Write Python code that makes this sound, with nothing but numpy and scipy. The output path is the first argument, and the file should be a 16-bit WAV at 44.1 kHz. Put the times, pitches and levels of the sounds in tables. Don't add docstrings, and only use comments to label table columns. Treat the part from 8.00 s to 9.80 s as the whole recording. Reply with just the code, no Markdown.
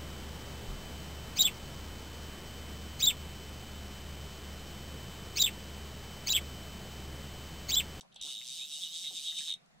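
import sys
import numpy as np
from scipy import signal
from scipy.io import wavfile
from scipy.ndimage import uniform_filter1d

SR = 44100
rng = np.random.default_rng(int(sys.argv[2]) if len(sys.argv) > 2 else 0)


def digitize_waveform(pressure):
    field = np.atleast_2d(pressure).T
    bounded = np.clip(field, -1, 1)
    quanta = np.round(bounded * 32767).astype(np.int16)
    wavfile.write(sys.argv[1], SR, quanta)


def makeup_ratio(level_db):
    decades = np.asarray(level_db, float) / 20
    return 10 ** decades


N = 79380
START_S, STOP_S = .2136, 1.546
DRIFT = .022
NO_SWELL_S = 1e-6

# start in
# seconds, level in dB against a full click, extra level of the ring in dB.
LONE_TICKS = [(.0092, -2, 0), (.0155, -14, -20), (.033, -28, -5), (.1205, -38, 10), (0.1255, -25, 0),
              (0.1445, -15, -6), (0.1597, -9, 0), (.163, -22, 8), (.18, -32, 14), (0.2, -32, 14),
              (1.387, 4.5, -5), (1.6605, -25.5, -11)]


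def evened(x):
    return x / np.sqrt(np.mean(x ** 2) + 1e-20)


def follow(points, at, **ends):
    return np.interp(at, *np.transpose(points), **ends)


def read(points, hz):
    f, value = np.transpose(points)
    return np.interp(np.log(hz + 1), np.log(f + 1), value)


def band(x, low_hz, high_hz):
    edges = [low_hz, min(high_hz, .49 * SR)]
    return signal.sosfilt(signal.butter(3, edges, "band", fs=SR, output="sos"), x)


def train(times, sizes):
    out = np.zeros(N, complex)
    np.add.at(out, np.clip(np.round(times * SR).astype(int), 0, N - 1), sizes)
    return out


def ring(x, hz, t60):
    return signal.lfilter([1], [1, -np.exp((2j * np.pi * hz - np.log(1000) / t60) / SR)], x)


def resonate(x, hz, width_hz):
    turn = np.exp(2j * np.pi * np.cumsum(hz * np.ones(N)) / SR)
    r = np.exp(-np.pi * width_hz / SR)
    return 2 * (turn * signal.lfilter([(1 - r) ** 2], [1, -2 * r, r * r], x / turn)).real


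def lake():
    # frequency in Hz, level in dB per Hz.
    murmur_colour = [(20, -30), (40, -1), (100, -30.5), (250, -7), (1100, -7), (3800, -12), (8000, -21),
                     (14300, -27)]
    # centre in Hz, width in Hz, level in dB.
    hull_hum = [(184, 32, -70.5), (700, 113, -75)]
    # frequency in Hz, share (1 same, -1 opposite).
    likeness = [(60, 1), (130, -0.063), (290, -0.026), (700, -0.39), (1400, -0.22), (3100, -0.66),
                (7000, -0.16), (15000, -1)]
    frames, hz = N // 256 + 5, np.fft.rfftfreq(1024, 1 / SR)
    a, b, c, d, patches = rng.standard_normal((frames, 513, 5)).T
    patches = uniform_filter1d(patches, size=10, axis=0)
    patches = evened(uniform_filter1d(patches, size=8, axis=1))
    same = np.clip(read(likeness, hz), -1, 1)[:, None]
    left = a + 1j * b
    right = same * left + np.sqrt(1 - same ** 2) * (c + 1j * d)
    shape = makeup_ratio(read(murmur_colour, hz))
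    shape = shape / np.linalg.norm(shape) * makeup_ratio(-52 - 16.0)
    for centre_hz, width_hz, db in hull_hum:
        hump = np.exp(-((hz - centre_hz) / width_hz) ** 2)
        shape = np.hypot(shape, makeup_ratio(db) * hump / np.linalg.norm(hump))
    spectrum = np.array([left, right]) * shape[:, None] * makeup_ratio(1.42 * patches)
    sound = signal.istft(spectrum, nperseg=1024, noverlap=768)[1][:, :N]
    return evened(sound) * np.linalg.norm(shape)


def hull(x):
    slots = np.arange(60, SR // 3, 20)
    at = slots + rng.integers(0, 20, (3, len(slots)))
    taps, t = np.zeros((3, SR // 3 + 20)), np.arange(SR // 3 + 20) / SR
    np.put_along_axis(taps, at, rng.choice([-1., 1.], at.shape), 1)
    shared = .82
    taps = np.sqrt(1 - shared ** 2) * taps[:2] + shared * taps[2]
    tail = 0
    for db, t60 in ((-9.5, 0.055), (-15.5, 0.15)):
        part = taps * makeup_ratio(-60 * t / t60)
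        tail = tail + makeup_ratio(db) * part / np.linalg.norm(part[0])
    return signal.fftconvolve(x, tail, axes=1)[:, :N]


def knocks():
    # start in seconds, peak in dB, lowest Hz, highest Hz, seconds to die by 60 dB.
    bumps = [(0.03, -52.5, 430, 1080, 0.022), (0.046, -61.5, 500, 1080, 0.11),
             (0.16, -49.5, 636, 805, 0.024), (0.184, -46.5, 24.4, 43.2, 0.14), (0.24, -61, 230, 875, 0.37),
             (0.271, -63.5, 960, 1504, 0.17), (0.413, -49, 2060, 3300, 0.058),
             (0.781, -58.5, 604, 830, 0.049), (1.042, -53, 2010, 2590, 0.1),
             (1.105, -51.5, 360, 820, 0.054), (1.118, -56.5, 132, 660, 0.15),
             (1.388, -38, 2390, 2800, 0.028), (1.405, -58, 1500, 2070, 0.12), (1.477, -61, 700, 2560, 0.12),
             (1.49, -58, 2060, 2900, 0.26), (1.32, -58, 1140, 2720, 0.093), (1.742, -64, 593, 810, 0.068)]
    out, t = np.zeros((2, N)), np.arange(N) / SR
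    for start_s, db, low_hz, high_hz, t60 in bumps:
        age = np.maximum(t - start_s, 0)
        a, b = rng.standard_normal((2, N))
        apart = .8 if high_hz < 1500 else .25
        body = evened(band(np.array([a + apart * b, a - apart * b]), low_hz, high_hz))
        soft_start = np.minimum(age * low_hz / 1.1, 1)
        out += body * soft_start * makeup_ratio(db - 60 * age / t60)
    return out


def creep():
    # time in seconds, level in dB.
    scrape_level = [
        (.115, -87),
        (.122, -63.5),
        (.155, -72),
        (0.16, -50.5),
        (.19, -62),
        (.198, -53),
        (0.214, -49),
        (.22, -87),
    ]
    a, b = rng.standard_normal((2, N))
    grain = makeup_ratio(3 * evened(uniform_filter1d(b, size=60)))
    level_db = follow(scrape_level, np.arange(N) / SR, left=-150, right=-150)
    return evened(band(a * grain, 2900, 4060)) * makeup_ratio(level_db)


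def round_turn(pattern, tooth):
    angle = 2 * np.pi * tooth / 35.5
    return sum(c * np.cos(k * angle) + s * np.sin(k * angle) for k, (c, s) in enumerate(pattern, 1))


def clicks():
    # time in seconds, teeth per second.
    spool_speed = [(0.214, 103.65), (0.2565, 153.87), (0.3506, 103.86), (0.4978, 137.68), (0.5427, 169.65),
                   (0.6012, 105.62), (0.6104, 133.89), (0.7493, 159.94), (0.8856, 158.62), (0.9286, 157.16),
                   (0.9588, 193.8), (1.0655, 140.98), (1.163, 196.51), (1.1946, 142.35), (1.3353, 164.57),
                   (1.3655, 184.55), (1.4904, 133.04), (1.54, 56.29)]
    wobble = [(.224, .425), (-.152, .235)]
    # cosine part in dB, sine part in dB.
    ring_beam = [(-1.9, 1.2), (4.4, -1.7)]
    bright_beam = [(1.7, 2.1), (1.4, -1.1)]
    top_beam = [(-0.64, 0.47), (-0.16, 0.38)]
    # time in seconds, level in dB.
    freedom = [(.21, 5.5), (.26, 11), (.33, -0.5), (.41, 8), (.48, 0), (.55, 4.5), (.62, 2), (.7, 5.5),
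               (.78, 1), (.86, 3), (.95, 4.5), (1.04, 3), (1.12, 4.5), (1.2, 4.5), (1.28, 4), (1.36, 7),
               (1.45, 5.5), (1.54, 7)]
    t = np.arange(START_S, STOP_S, 1 / SR)
    passed = np.cumsum(follow(spool_speed, t + .0004)) / SR
    tooth = np.arange(int(passed[-1]) + 1)
    uneven = tooth + round_turn(wobble, tooth) - round_turn(wobble, 0)
    times = np.interp(uneven, passed, t)
    along = tooth / tooth[-1]
    ring_db = round_turn(ring_beam, tooth) + 2.1 * along + follow(freedom, times)
    bright_db = round_turn(bright_beam, tooth) + .9 * along
    times = times + .00004 * rng.standard_normal(len(times))
    tick_s, tick_db, share_db = np.transpose(LONE_TICKS)
    return (np.r_[times, tick_s],
            np.r_[ring_db, tick_db + share_db],
            np.r_[bright_db, tick_db],
            np.r_[round_turn(top_beam, tooth), tick_db - 9])


def spool(times, modes, beam_db, loose, drift, swell_s):
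    # frequency in Hz, left over right in dB, left lead in radians.
    openings = [(2400, 1.3, -.5), (3400, -1.5, 0), (4800, .8, .7), (6300, 1.5, .7), (7700, -6, -.9),
                (8500, -4, 1.3), (9500, 0, -.8), (13500, 1, .2)]
    port_hz, port_db, port_lead = np.transpose(openings)
    out, t = np.zeros((2, N)), np.arange(N) / SR
    run = slice(0, -len(LONE_TICKS))
    for hz, db, t60 in modes:
        a, b, c, d = rng.standard_normal((len(times), 4)).T
        size = 4 * makeup_ratio(db + beam_db + .7 * a) * np.exp(1j * loose * b)
        bounce = size * makeup_ratio(-10) * np.exp(1j * loose * d)
        drive = train(times, size) + train(times + .0014 * makeup_ratio(1.4 * c), bounce)
        slide = drift * np.interp(t, times[run], evened(uniform_filter1d(c[run], size=7)))
        turn = np.exp(2j * np.pi * np.cumsum(hz * (1 + slide)) / SR)
        z = ring(drive / turn, 0, t60)
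        z = turn * ring(z, 0, swell_s * np.log(1000)) / max(swell_s * SR, 1)
        pan_db, lead = np.interp(hz, port_hz, port_db), np.interp(hz, port_hz, port_lead)
        out += [(z * makeup_ratio(pan_db / 2) * np.exp(1j * lead)).imag, z.imag * makeup_ratio(-pan_db / 2)]
    return out


def spool_rings(times, ring_db, bright_db, top_db):
    # frequency in Hz, level in dB, seconds to die by 60 dB.
    main_tones = [(3050, -66, .016), (3300, -61, 0.017), (3560, -59.5, .016), (3700, -54.5, 0.022),
                  (3770, -56, 0.019), (4200, -66, 0.012)]
    bright_tones = [(4670, -56, 0.0048), (5493, -57, 0.0072), (6272, -61, 0.022), (7280, -69, 0.018),
                    (7756, -59, 0.014), (8560, -57.5, 0.0098), (9473, -62, 0.0074)]
    top_tones = [(12800, -79, 0.0078), (13200, -60.5, 0.0013)]
    main = spool(times, main_tones, ring_db, .2, .004, .0013)
    bright = band(spool(times, bright_tones, bright_db, .35, DRIFT, NO_SWELL_S), 1000, 10500)
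    return main + bright + spool(times, top_tones, top_db, .5, 2 * DRIFT, NO_SWELL_S)


def crack(spikes, burst, noise):
    spike = np.array([spikes, np.roll(spikes, 2)])
    sound = makeup_ratio(-45) * burst * (noise[:2] * 2.08 + noise[2]) + makeup_ratio(-35) * spike
    return band(band(sound, 3000, 7730), 3000, 10200)


def fizz(top, noise):
    steady = 0.72 * uniform_filter1d(top, size=600)
    return makeup_ratio(-60) * band((top + steady) * (2.1 * noise[:2] + noise[2]), 11660, 15300)


def air_gap(burst, noise):
    # time in seconds, resonance in Hz, level in dB.
    hand_gap = [(.21, 3070, -67), (.3, 2964, -46.5), (.44, 2900, -56), (.505, 2360, -64),
                (.56, 3400, -49.5), (0.599, 2350, -52.5), (.68, 2920, -50), (.74, 2810, -58),
                (0.796, 3040, -51), (0.822, 3560, -40), (0.861, 2900, -48), (.96, 3355, -51),
                (1.051, 2700, -60.5), (1.139, 3265, -52.5), (1.2, 2400, -63.5), (1.252, 3410, -44.5),
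                (1.328, 2990, -47.5), (1.55, 3370, -56)]
    t, (s, hz, db) = np.arange(N) / SR, np.transpose(hand_gap)
    breath = (burst + uniform_filter1d(burst, size=3000)) * noise[2]
    gap = evened(resonate(breath, np.interp(t, s, hz), 190))
    patches = uniform_filter1d(uniform_filter1d(noise[0], size=500), size=500)
    patchy_db = 3.5 * np.tanh(evened(patches))
    running = (t > START_S) * np.exp(-np.maximum(t - STOP_S, 0) / 0.027)
    side_db = [[-.7], [.7]]
    return gap * makeup_ratio(np.interp(t, s, db) - 6 + patchy_db + side_db) * running


def reel():
    times, ring_db, bright_db, top_db = clicks()
    spikes, top_spikes = train(times, makeup_ratio(bright_db)).real, train(times, makeup_ratio(top_db)).real
    snap_s = 0.0016
    burst, top = signal.lfilter([1], [1, -np.exp(-1 / (snap_s * SR))], [spikes, top_spikes])
    noise = rng.standard_normal((3, N))
    metal = spool_rings(times, ring_db, bright_db, top_db)
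    metal = metal + crack(spikes, burst, noise) + fizz(top, noise)
    low_hz = 2250
    return band(band(metal, low_hz, 32000), low_hz, 15200) + air_gap(burst, noise)


def scene():
    near = reel() + creep() + knocks()
    return near + hull(near) + lake()


def roll_off(x):
    return signal.sosfilt(signal.butter(12, 15940, fs=SR, output="sos"), x)


def record(dry):
    return roll_off(dry)


dry = scene()
out = record(dry)
digitize_waveform(out)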